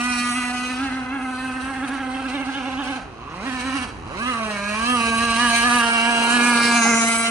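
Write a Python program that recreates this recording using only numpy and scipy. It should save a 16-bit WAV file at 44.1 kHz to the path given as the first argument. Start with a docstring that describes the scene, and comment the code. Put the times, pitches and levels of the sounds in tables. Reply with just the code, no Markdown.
"""A model hydroplane with a small two-stroke engine races round a river course, heard from the bank.
It runs away, hopping so the revs race; in the far turn the throttle shuts twice and the pipe mutters and pops.
Then it sags under load, comes back and passes close by in a swell of spray, with one slap of the hull.
Each firing is a tone, a bark of pipe overtones and a jet of cracks and hiss that rasps and sizzles.
The banks echo the engine, filtered noise rushes behind the hull and a light breeze rumbles throughout."""
import sys
import numpy as np
from scipy import signal
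from scipy.fft import rfft, irfft, next_fast_len
from scipy.io import wavfile
from scipy.ndimage import uniform_filter1d, map_coordinates

SR = 44100
rng = np.random.default_rng(int(sys.argv[2]) if len(sys.argv) > 2 else 0)


def transcribe(u):
    """Save the signal u as a 16-bit wav file named by the first command-line argument.

    u: samples, shape (n,) or (channels, n), limited to [-1, 1]; the rate is SR.
    q: integer samples, one column per channel.
    """
    v = np.clip(np.atleast_2d(u).T, -1, 1)
    q = np.round(v * 32767).astype(np.int16)
    wavfile.write(sys.argv[1], SR, q)


N = 321930


def from_db(db):
    """Decibels to gain."""
    return 10 ** (np.asarray(db) / 20)


def rms_one(x):
    """Scale to unit power."""
    return x / np.sqrt(np.mean(x ** 2) + 1e-20)


def evened(x, size=2200):
    """Unit power from moment to moment."""
    power = np.mean(np.atleast_2d(x) ** 2, axis=0)
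    smooth_power = uniform_filter1d(uniform_filter1d(power, size), size)
    return x / np.sqrt(smooth_power + 1e-12)


def in_time(rows):
    """Each column of a curve at every sample; the first column is the time in seconds."""
    s, *columns = np.transpose(rows)
    return [np.interp(np.arange(N) / SR, s, column) for column in columns]


def bump(when, lasts):
    """Bell-shaped swell that falls to 1/e at lasts seconds from its top."""
    return np.exp(-((np.arange(N) / SR - when) / lasts) ** 2)


def at_hz(points, hz):
    """Read a spectrum on a log-frequency axis."""
    f, value = np.transpose(points)
    return np.interp(np.log(hz + 1e-3), np.log(f), value)


def coloured(x, spectrum):
    """Filter a sound by a spectrum that rolls off beyond both ends; rms 1."""
    size = next_fast_len(N)
    hz = np.arange(size // 2 + 1) * SR / size
    low_end = np.minimum(hz / spectrum[0][0], 1) ** 2
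    high_end = np.minimum(spectrum[-1][0] / (hz + 1), 1) ** 2
    gain = low_end * high_end * from_db(at_hz(spectrum, hz))
    return rms_one(irfft(rfft(x, size) * gain, size)[..., :N])


def drift(rate):
    """Chance wandering with spread 1: noise through two equal low-pass poles at rate Hz."""
    step = 40  # samples between the computed values
    r = np.exp(-2 * np.pi * rate * step / SR)
    noise = rng.standard_normal(N // step + 2002)
    slow = signal.lfilter([1], [1, -2 * r, r * r], noise)[2000:]  # the filter has settled by then
    return np.interp(np.arange(N) / step, np.arange(len(slow)), rms_one(slow))


# How alike diffuse sound is at the two microphones. Each row: frequency in Hz, coherence from 0 to 1.
LIKENESS = [(60, 1), (300, 0.54), (800, 0.37), (1600, 0.042), (3500, 0.22), (10000, 0.12)]


def diffuse(size):
    """White stereo noise, alike in the bass and mostly unrelated above."""
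    mid, side = rfft(rng.standard_normal((2, next_fast_len(size, True))))
    alike = np.clip(at_hz(LIKENESS, np.linspace(0, SR / 2, len(mid))), -1, 1)
    return irfft(np.sqrt(1 + alike) * mid + np.sqrt(1 - alike) * side * [[1], [-1]])[:, :size]


def placed(x, lag_ms):
    """The sound reaches one microphone before the other; a positive lag delays the left."""
    shift = lag_ms * SR / 2000  # half the lag to each side, in samples
    return np.array([map_coordinates(x, [np.arange(N) + sign * shift], order=3, mode="nearest")
                     for sign in (-1, 1)])


# Breeze level. Each row: time in seconds, level in dB.
BREEZE_LEVEL = [(0, -46.5), (1.5, -44), (3.3, -43.5), (3.9, -38), (4.7, -44), (5.3, -38), (5.9, -48.5),
                (7.3, -49)]
# Breeze colour, a low rumble. Each row: frequency in Hz, relative density in dB per Hz.
BREEZE_COLOUR = [(15, -22), (30, -9), (55, 4), (130, -2.5), (250, -13), (2000, -19.5), (10000, -84)]


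def breeze():
    """Light wind: diffuse low-heavy noise whose level wanders."""
    level_db = in_time(BREEZE_LEVEL)[0] + drift(2.7)
    return from_db(level_db) * coloured(diffuse(N), BREEZE_COLOUR)


# One slap of the hull: time of its top in seconds, level in dB, time to fall to 1/e in seconds.
SLAP = (6.867, -21.5, .016)
# Slap colour. Each row: frequency in Hz, relative density in dB per Hz.
SLAP_COLOUR = [(250, 1), (450, -8), (850, 14), (1400, -16)]


def slap():
    """A short thump of water under the hull."""
    when, level_db, lasts = SLAP
    return from_db(level_db) * bump(when, lasts) * coloured(diffuse(N), SLAP_COLOUR)


FAR_BARK_DB = -30.5  # bark level of the distant boat, the reference for rush and echo
# the rush grows only a little with the bark: level at FAR_BARK_DB, dB per dB of bark above it
RUSH_DB, RUSH_FOLLOWS = -40, 0.029
# the plume of spray sweeps past the bank: top in s, time to fall to 1/e in s, added dB at the top
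PASS_S, PASS_LENGTH_S, PASS_RUSH_DB = 6.44, 0.77, 12
CUT_RUSH_DB = -7.5  # the spray sinks too as the boat slows, at the bottom of a throttle cut
# Rush of spray and rough exhaust. Each row: frequency in Hz, relative density in dB per Hz.
RUSH_COLOUR = [(60, -19), (150, -6), (400, 1.5), (580, -2), (850, 5), (1400, 4), (1950, -15.5), (2600, 3),
               (3100, -23), (3600, -37)]


def spray(turns, bark_db, slump):
    """Noise of spray and rough exhaust that throbs with the firings and swells as the plume goes by."""
    passing_db = PASS_RUSH_DB * bump(PASS_S, PASS_LENGTH_S)
    level_db = RUSH_DB + RUSH_FOLLOWS * (bark_db - FAR_BARK_DB) + passing_db + CUT_RUSH_DB * slump
    throb = (1 + .75 * np.cos(2 * np.pi * turns)) * from_db(.9 * drift(15))
    return from_db(level_db) * coloured(diffuse(N) * throb, RUSH_COLOUR)


BANK_T60_S, BANK_DELAY_S = 1, .058  # time for the tail to fall by 60 dB, delay of the single echo
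# echo against direct sound in dB: at FAR_BARK_DB, the floor close by, and dB lost per dB of bark
FAR_ECHO_DB, NEAR_ECHO_DB, ECHO_FOLLOWS = -4.5, -11.5, 0.49


def echo_level(bark_db):
    """The fainter the boat, the more of it comes by way of the banks."""
    return np.maximum(NEAR_ECHO_DB, FAR_ECHO_DB - ECHO_FOLLOWS * (bark_db - FAR_BARK_DB))


def with_banks(x, echo_db, scatter_db=-3):
    """The nearest bank returns one echo and its trees scatter a tail, so every change of pitch is heard twice."""
    t = np.arange(int(BANK_T60_S * SR)) / SR
    paths = diffuse(SR * 2)[:, :len(t)] * from_db(-60 * t / BANK_T60_S) * (t > .02)
    paths = paths * from_db(scatter_db) / np.sqrt(np.sum(paths[0] ** 2))
    paths[:, int(BANK_DELAY_S * SR)] += 1
    paths = paths / np.sqrt(np.sum(paths[0] ** 2))
    echo = signal.fftconvolve(x.mean(axis=0)[None], paths, axes=1)[:, :N]
    # direct and echo share the power, so the overall level holds
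    return (x + from_db(echo_db) * echo) / np.sqrt(1 + from_db(echo_db) ** 2)


# Engine speed with the propeller in the water, as heard; it sags under the load of the turn.
# Each row: time in seconds, firings per second.
CRUISE = [(0, 240.7), (0.7, 250.3), (1.3, 255.3), (2.1, 257.5), (2.9, 255.1), (3.8, 249.4), (4.3, 237.4),
          (4.58, 199.6), (4.74, 210.8), (4.85, 235.6), (5.15, 227.1), (5.6, 233.2), (6.0, 230.9),
          (6.65, 236.4), (6.95, 229.0), (7.3, 230.0)]


def cruising():
    """Revs at open throttle before the hops and landings are added."""
    return in_time(CRUISE)[0]


# The hull hops off a ripple and the unloaded engine races.
# Each row: time of the top in seconds, rise in firings per second, whole length in seconds.
HOPS = [(0.08, 6, 0.17), (0.378, 6, 0.09), (0.71, 6, 0.05), (0.84, 24, 0.16), (0.975, 13, 0.11),
        (1.15, 21, 0.12), (1.245, 9, 0.05), (1.437, 6, 0.12), (1.568, 7, 0.08), (1.689, 11, 0.11),
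        (1.77, 11, 0.06), (1.844, 22, 0.06), (1.932, 19, 0.08), (2.014, 13, 0.05), (2.16, 12, 0.05),
        (2.205, 11, 0.04), (2.265, 15, 0.05), (2.356, 28, 0.07), (2.415, 16, 0.06), (2.493, 19, 0.05),
        (2.577, 17, 0.1), (2.674, 19, 0.06), (2.73, 10, 0.04), (2.802, 29, 0.08), (2.905, 24, 0.08),
        (2.966, 13, 0.04), (3.478, 20, 0.07), (3.555, 9, 0.05), (3.682, 17, 0.13), (3.76, 31, 0.08),
        (4.29, 19, 0.12), (4.92, 17, 0.17), (5.243, 6, 0.14), (5.433, 12, 0.14), (5.67, 13, 0.09),
        (5.752, 12, 0.15), (6.09, 4, 0.12), (6.355, 9, 0.13), (6.474, 8, 0.19), (6.765, 4, 0.06),
        (6.9, 5, 0.06)]
# The hull lands hard and the propeller bites.
# Each row: time of the bottom in seconds, change in firings per second, whole length in seconds.
LANDINGS = [(0.325, -4, 0.07), (1.04, -5, 0.08), (1.615, -8, 0.06), (1.885, -13, 0.04), (2.295, -7, 0.06),
            (2.46, -7, 0.04), (2.845, -7, 0.06), (3.615, -7, 0.06), (5.36, -3, 0.06), (6.0, -2, 0.08),
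            (6.84, -4, 0.09)]


def hops():
    """Extra firings per second: a smooth swell each time the propeller lifts, a dip when it bites."""
    t = np.arange(N) / SR
    racing = np.zeros(N)
    for top, rise, length in HOPS + LANDINGS:
        racing += rise * np.cos(np.pi * np.clip((t - top) / length, -.5, .5)) ** 2
    return racing


# The driver lifts off for the far turn. Each row: shut in seconds, reopened in seconds,
# back at speed in seconds, firings per second that the revs sink towards,
# share of the revs won in a last surge as the pipe comes into tune.
THROTTLE_CUTS = [(2.97, 3.17, 3.46, 102, .22), (3.841, 4.02, 4.225, 66, 0)]
# time constant of the falling revs, curve of their return, length of the last surge
COAST_S, PICKUP_POWER, SURGE_S = .07, 1.25, .045
FADE_S, SWELL_POWER = 0.028, 1.48  # the bark fades sooner than the revs, and swells back with them


def throttled(open_speed):
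    """Revs die away exponentially and pick up ever faster; slump in power: 0 wide open, 1 at the bottom."""
    t, speed, slump = np.arange(N) / SR, open_speed, 0
    for shut, reopened, back, lowest, surge in THROTTLE_CUTS:
        coasted = np.clip(t, shut, reopened) - shut
        pickup = np.clip((t - reopened) / (back - reopened), 0, 1)
        last_surge = np.clip(1 + (t - back) / SURGE_S, 0, 1)
        regained = (1 - surge) * pickup ** PICKUP_POWER + surge * last_surge
        speed = speed + (lowest - speed) * (1 - np.exp(-coasted / COAST_S)) * (1 - regained)
        slump = slump + (1 - np.exp(-coasted / FADE_S)) * (1 - pickup ** SWELL_POWER)
    return speed, slump


# the hull chatters over the ripples above this speed: firings per s, added waver share per firing per s,
# and the calm waver share
CHATTER_FROM_HZ, CHATTER_PER_HZ, CALM_WOBBLE = 250, .0015, .0022
OPEN_JITTER, CUT_JITTER = 0.0028, 0.022  # speed scatter as a share: wide open, and added by a closed throttle


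def crank(speed, cruise, slump):
    """Crank turns, one firing each: the propeller's load wavers and no two firings are timed alike."""
    wobble = CALM_WOBBLE + CHATTER_PER_HZ * np.maximum(cruise - CHATTER_FROM_HZ, 0)
    jitter = OPEN_JITTER + CUT_JITTER * slump
    return np.cumsum(speed * (1 + wobble * drift(14.76) + jitter * drift(90.0))) / SR


def firings(turns):
    """A chance value of spread 1 for every firing, joined by straight lines."""
    count = int(turns[-1]) + 2
    return np.interp(turns, np.arange(count), rng.standard_normal(count))


def resonate(x, hz, width):
    """One resonance with a gain of about 1 on top."""
    r = np.exp(-np.pi * width / SR)
    b = np.array([1, 0, -1]) * (1 - r * r) / 2
    return signal.lfilter(b, [1, -2 * r * np.cos(2 * np.pi * hz / SR), r * r], x + 1e-18)


# Off the pipe the engine pops and rings the silencer. Each row: frequency in Hz, width in Hz,
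# level in dB at POP_AT_HZ firings per second with falling revs and the pipe fully out of tune.
POP_RINGS = [(410, 160, -69), (1080, 280, -47), (2590, 1100, -58)]
POP_AT_HZ, POP_PULL_DB, POP_UNEVEN_DB = 151, 10.5, 1.2  # firings per s; lift as revs rise; spread per firing


def sputter(turns, speed, on_pipe):
    """Off the pipe, soft uneven puffs burble in the silencer, harder as the revs pick up."""
    puffs = np.exp(-1.8 * (turns % 1)) * (1 + rng.standard_normal(N))
    fired = puffs * from_db(POP_UNEVEN_DB * firings(turns))
    pops = np.zeros(N)
    for hz, width, level_db in POP_RINGS:
        ring = resonate(resonate(fired, hz, width), hz, width)
        pops += from_db(level_db) * rms_one(ring)
    pulling = uniform_filter1d(1.0 * (np.gradient(speed) > 0), size=3000)
    return (1 - on_pipe) * speed / POP_AT_HZ * from_db(POP_PULL_DB * pulling) * pops


def stretched(x, ring_s, size=1024):
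    """Short reflections in pipe and hull draw each crack out without colouring it."""
    ring = rfft(rng.standard_normal((2, size)) * np.exp(-np.arange(size) / SR / ring_s))
    paths = np.roll(irfft(ring / abs(ring)), size // 2, axis=1)  # phase only
    return signal.fftconvolve(x, paths, mode="same", axes=1)


def jet(turns, lag_ms, hiss, ring_s, uneven_db, count=3):
    """The port opens with a sharp crack, and a puff of turbulent gas decays until the next firing."""
    phase = (turns + .5) % 1 - .5
    samples_off = phase / np.gradient(turns)
    crack = placed(np.sinc(samples_off / 1.8), lag_ms)
    # the reflections come and go as the hull rocks
    cracks = evened(sum(drift(4.4) * stretched(crack, ring_s) for _ in range(count)) + 0.5 * crack)
    puff = rms_one(np.exp(-(turns % 1)) * diffuse(N))
    return from_db(uneven_db * firings(turns)) * (cracks + hiss * puff) / np.sqrt(1 + hiss ** 2)


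# Brief bursts and longer swells of shrill exhaust treble. Each row: time of the top in seconds,
# level in dB, time to fall to 1/e in seconds, centre in Hz, quarter of the band's span in Hz.
SHRILL = [(0.18, -41.5, 0.15, 5840, 1410), (1.378, -44, 0.042, 4080, 700), (5.657, -55, 0.0067, 4500, 1600),
          (6.327, -33, 0.029, 7300, 1300), (6.453, -34, .025, 6700, 1000), (6.638, -30.5, 0.12, 4800, 1400),
          (6.916, -24, 0.14, 6540, 1090), (7.174, -43, 0.12, 6400, 900)]


def shrill(gas):
    """Bursts and swells of exhaust treble: the gas jet filtered to a band, each under a bell-shaped level."""
    out = 0
    for when, level_db, lasts, hz, width in SHRILL:
        band = [(hz - 2 * width, -30), (hz, 0), (hz + 2 * width, -30)]
        out = out + from_db(level_db) * bump(when, lasts) * coloured(gas, band)
    return out


# From astern the jet cracks cleanly, from elsewhere it is more turbulent.
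# Each row: time in seconds, hiss per unit of crack.
TURBULENCE = [(0, .08), (.65, .15), (1, .6), (3.7, .8), (4.4, .5), (6.3, .6), (6.7, .7), (7.05, .35),
              (7.3, .25)]
# Lower part of the gas jet. Each row: frequency in Hz, relative density in dB per Hz.
RASP_COLOUR = [(2800, 15), (3250, 9), (3500, -0.5), (3900, 11.5), (4400, 8), (5000, 2.5), (6100, 4),
               (7200, -2), (8200, -20)]


def rasp(turns, lag_ms, level_db):
    """Lower gas jet at the pipe mouth, with its shrill bursts and swells on top."""
    gas = jet(turns, lag_ms, hiss=in_time(TURBULENCE)[0], ring_s=.004, uneven_db=1.2)
    return from_db(level_db) * coloured(gas, RASP_COLOUR) + shrill(gas)


# Upper part of the gas jet. Each row: frequency in Hz, relative density in dB per Hz.
SIZZLE_COLOUR = [(6800, -94), (7700, 0), (8500, 3.5), (9800, 3), (10500, -4), (11000, -9.5), (11700, -93)]


def sizzle(turns, lag_ms, level_db):
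    """Upper gas jet: finer, less even cracks and hiss at the very top."""
    fine_gas = jet(turns, lag_ms, hiss=.5, ring_s=.003, uneven_db=2)
    return from_db(level_db + 1.3 * drift(2.2)) * coloured(fine_gas, SIZZLE_COLOUR)


def firing_tone(turns, level_db):
    """Fundamental of the exhaust: one sine cycle per firing, its level trembling."""
    return -from_db(level_db + 1.16 * drift(50.0)) * np.sqrt(2) * np.cos(2 * np.pi * turns)


def ringing_lag(colours_db):
    """Minimum phase of each overtone: every pulse starts sharply and the pipe rings on after it."""
    mirrored = np.log(from_db(np.concatenate([colours_db, colours_db[::-1]])))
    return signal.hilbert(mirrored, axis=0).imag[:len(colours_db)]


# Colours of the bark: by the side of the boat in view, by its place on the course, and (LABOURING)
# while the revs sag under load. Each list: relative level in dB of overtones 2 to 13.
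STERN = [-26, -10.5, -15, 1.5, -2.5, -13, -2.5, -12.5, -1.5, -9.5, -20, -12.5]
TURNING = [-10.5, -0.5, -5, -3, 1.5, -10, -8.5, -16.5, -5.5, -18.5, -17.5, -17.5]
FAR_SIDE = [-10, 0.5, -7.0, -6, -2, -20.5, -8.5, -16, -4.5, -9, -18, -11]
APEX = [-7, -1.5, 3, 2, 3, 3, -19, -2, -7, -4, -20, -10]
LABOURING = [-6.5, 0.5, -16.5, -5.5, -0.5, -4, 1.5, -4.5, -26.5, -10, -4.5, -8]
BOW = [-15.5, -11, -9.5, 0.5, -16.5, -6, -19, -29, -16.5, -6.5, -14, -13.5]
CLOSING = [-19.5, -10, -7.5, -0.5, -12.5, -0.5, -22, -23, -8.5, -18, -8.5, -13.5]
QUARTER = [-11.5, -3.0, -1, -6.5, -7, 1, -14, -17, -8, -19, -1, -2.5]
BEAM = [-11, -11.5, -8, -1, -4, 2.5, -30, -9.5, -2.5, -18, -11.5, -15]
LEAVING = [-12, -4, -11.5, -1, -0.5, -5, -12, -6.0, -7, -8.5, -18, -22]
BARK_COLOURS = [STERN, TURNING, FAR_SIDE, APEX, LABOURING, BOW, CLOSING, QUARTER, BEAM, LEAVING]
# At low revs the pipe is out of tune and only mutters. Each row: frequency in Hz, relative level in dB.
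MUTTER = [(150, 0.5), (380, 3), (600, -10), (800, -1), (1150, -10), (2000, -11)]
# Spray and a long path over the ripples turn the high overtones into a rattle.
# Each row: time in seconds, frequency in Hz where the rattle has twice the tone's power.
ROUGH_FROM = [(0, 16000), (.65, 13000), (.9, 6500), (1.6, 6500), (1.9, 3900), (2.9, 3500), (3.5, 5500),
              (3.8, 4300), (4.3, 8000), (5, 12000), (6.2, 13000), (6.6, 8000), (6.9, 7000), (7.15, 13000)]
MUTTER_ROUGH_HZ, RATTLE_HZ = 1800, 70  # that frequency while muttering; rate of the rattle
FRAIL_RANGE_DB = 13  # flutter share is .4 at 0 dB and climbs by 1 per this many dB down, up to 1
# flutter of the frailest overtones: close by, and added by a long path when the echo equals the direct sound
NEAR_FLUTTER_DB, FAR_FLUTTER_DB = 2.2, 4


def pipe_bark(turns, speed, place, on_pipe, lag_ms, far, size=100):
    """Overtones of the firing, gliding between colours; ripples make them flutter and the high ones rattle."""
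    out, tuned, ears = np.zeros((2, N)), on_pipe[::size], np.array([[-1], [1]])
    angle = 2 * np.pi * (turns + ears * speed * lag_ms / 2000)
    orders = np.arange(len(STERN)) + 2
    hz = orders[:, None] * speed[::size]
    in_tune_db = np.array([np.interp(place[::size], np.arange(len(BARK_COLOURS)), by_place)
                           for by_place in np.transpose(BARK_COLOURS)])
    colours_db = tuned * in_tune_db + (1 - tuned) * at_hz(MUTTER, hz)
    lags = ringing_lag(colours_db)
    flutter_db = NEAR_FLUTTER_DB + FAR_FLUTTER_DB * far
    rough_hz = on_pipe * in_time(ROUGH_FROM)[0] + (1 - on_pipe) * MUTTER_ROUGH_HZ
    scatter = drift(RATTLE_HZ) + 1j * drift(RATTLE_HZ)
    blocks = np.arange(0, N, size)
    for k, colour_blocks, lag_blocks in zip(orders, colours_db, lags):
        colour_db = np.interp(np.arange(N), blocks, colour_blocks)
        lag = np.interp(np.arange(N), blocks, lag_blocks)
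        # strong overtones hold steadier, weak ones are at the mercy of the ripples
        frail = np.clip(.4 - colour_db / FRAIL_RANGE_DB, .4, 1)
        gain = from_db(colour_db + frail * flutter_db * drift(11.8))
        # ripples bend the phase too, a little differently at each microphone
        bend = np.sqrt(k) * (.05 * frail * flutter_db * drift(22) + .11 * ears * drift(4))
        # no two barks are alike in their fine shape; neighbouring overtones scatter together
        scatter = .8 * scatter + .6 * (drift(RATTLE_HZ) + 1j * drift(RATTLE_HZ))
        rough = (k * speed / rough_hz) ** 1.5
        shape = (1 + rough * scatter) / np.sqrt(1 + 2 * rough ** 2)
        out -= gain * abs(shape) * np.cos(k * angle - lag + bend + np.angle(shape))
    # out of tune the engine fires more unevenly and sputters
    sputter_db = (1.0 + 1.3 * (1 - on_pipe)) * firings(turns)
    return evened(out * from_db(sputter_db))


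# Exhaust loudness at open throttle. Each row: time in seconds, firing tone in dB, pipe bark in dB,
# rasp in dB, sizzle in dB.
LOUDNESS = [(0.0, -28, -24.5, -33.5, -37), (0.27, -29, -24.5, -33.5, -33.5),
            (0.65, -28.5, -29.5, -32.5, -41), (1.05, -31.5, -32.5, -47, -57.5),
            (1.4, -31.5, -31, -42.5, -45.5), (2.1, -31.5, -32, -43, -53), (2.9, -33.5, -31, -39, -52),
            (3.75, -31.5, -30.5, -35, -44), (4.3, -32, -25, -36, -43.5), (4.6, -34.5, -28.5, -35.5, -47),
            (4.92, -28.5, -21.5, -30.5, -36.5), (5.15, -27.5, -21.5, -29, -34),
            (5.6, -28, -18.5, -22.5, -30.5), (5.95, -28, -19, -28, -36), (6.55, -24, -19.5, -27, -28),
            (6.9, -20.5, -19, -29.5, -32), (7.2, -28.5, -22.5, -27.5, -21.5),
            (7.3, -28.5, -22.5, -27, -31.5)]
# The course. Each row: time in seconds, colour of the bark as a place in BARK_COLOURS,
# lag of the left microphone in milliseconds.
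COURSE = [(0, 0, 0.059), (.3, 0, -0.039), (.68, 0.3, -0.037), (.95, 1.0, -0.1), (1.7, 1.0, 0.03),
          (2.5, 2, 0.09), (2.95, 2, .09), (3.45, 3, .11), (3.9, 3, 0.13), (4.22, 5, 0.16), (4.4, 5, .14),
          (4.5, 4, .1), (4.7, 4, 0.085), (4.82, 5, 0.14), (5.25, 5, 0.12), (5.42, 6, 0.089),
          (5.8, 6, 0.067), (5.97, 7, 0.16), (6.25, 7, 0.093), (6.42, 8, 0.058), (6.68, 8, 0),
          (6.95, 9, -0.09), (7.3, 9, -0.11)]
# how far each voice of the exhaust sinks at the bottom of a cut
CUT_TONE_DB, CUT_BARK_DB, CUT_RASP_DB, CUT_SIZZLE_DB = -17, -11.5, -15.5, -25.5
HOP_TONE_DB_PER_HZ, HOP_BARK_DB_PER_HZ = 0.24, 0.1308  # per extra firing per s
LANDING_RASP_DB_PER_HZ = 0.88  # rasp and sizzle flare as the propeller bites
OFF_PIPE_TONE_DB = -2  # the firing tone is weaker while the pipe is out of tune
PAN_DB, PAN_DB_PER_MS = -2, -10  # left against right: at no lag, and per ms of left lag


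def scene():
    """Breeze, spray and engine at the two microphones."""
    cruise = cruising()
    tone_db, bark_db, rasp_db, sizzle_db = in_time(LOUDNESS)
    place, lag_ms = in_time(COURSE)
    racing = hops()
    speed, slump = throttled(cruise + racing)
    turns = crank(speed, cruise, slump)
    echo_db = echo_level(bark_db)
    pan_db = PAN_DB + PAN_DB_PER_MS * lag_ms
    # the pipe comes into tune only when the engine is up to speed
    on_pipe = np.clip((speed - 165) / 35, 0, 1)

    tone_db = tone_db + HOP_TONE_DB_PER_HZ * racing + CUT_TONE_DB * slump + OFF_PIPE_TONE_DB * (1 - on_pipe)
    tone = placed(firing_tone(turns, tone_db), lag_ms)
    bark_gain = from_db(bark_db + HOP_BARK_DB_PER_HZ * racing + CUT_BARK_DB * slump)
    bark = bark_gain * pipe_bark(turns, speed, place, on_pipe, lag_ms, far=from_db(echo_db))
    pops = placed(sputter(turns, speed, on_pipe), lag_ms)
    # spray and the bouncing hull hide and bare the pipe mouth
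    bared_db = 1.3 * drift(15) - LANDING_RASP_DB_PER_HZ * np.minimum(racing, 0)
    rasping = rasp(turns, lag_ms, rasp_db + CUT_RASP_DB * slump + bared_db)
    sizzling = sizzle(turns, lag_ms, sizzle_db + CUT_SIZZLE_DB * slump + bared_db)

    engine = with_banks(tone, echo_db - 8.0) + with_banks(bark + pops + rasping, echo_db)
    boat = engine + spray(turns, bark_db, slump) + slap()
    return boat * from_db(pan_db * [[.5], [-.5]]) + with_banks(sizzling, echo_db) + breeze()


PEAK_LIMIT, CUTOFF_HZ = .85, 11650  # ceiling of the rounding (full scale 1), top of the band


def record(dry):
    """The tallest peaks are rounded and the top is cut steeply."""
    rounded = dry / (1 + (dry / PEAK_LIMIT) ** 6) ** (1 / 6)
    steep_cut = signal.ellip(12, .05, 90, CUTOFF_HZ, fs=SR, output="sos")
    return signal.sosfilt(steep_cut, rounded)


dry = scene()
out = record(dry)
transcribe(out)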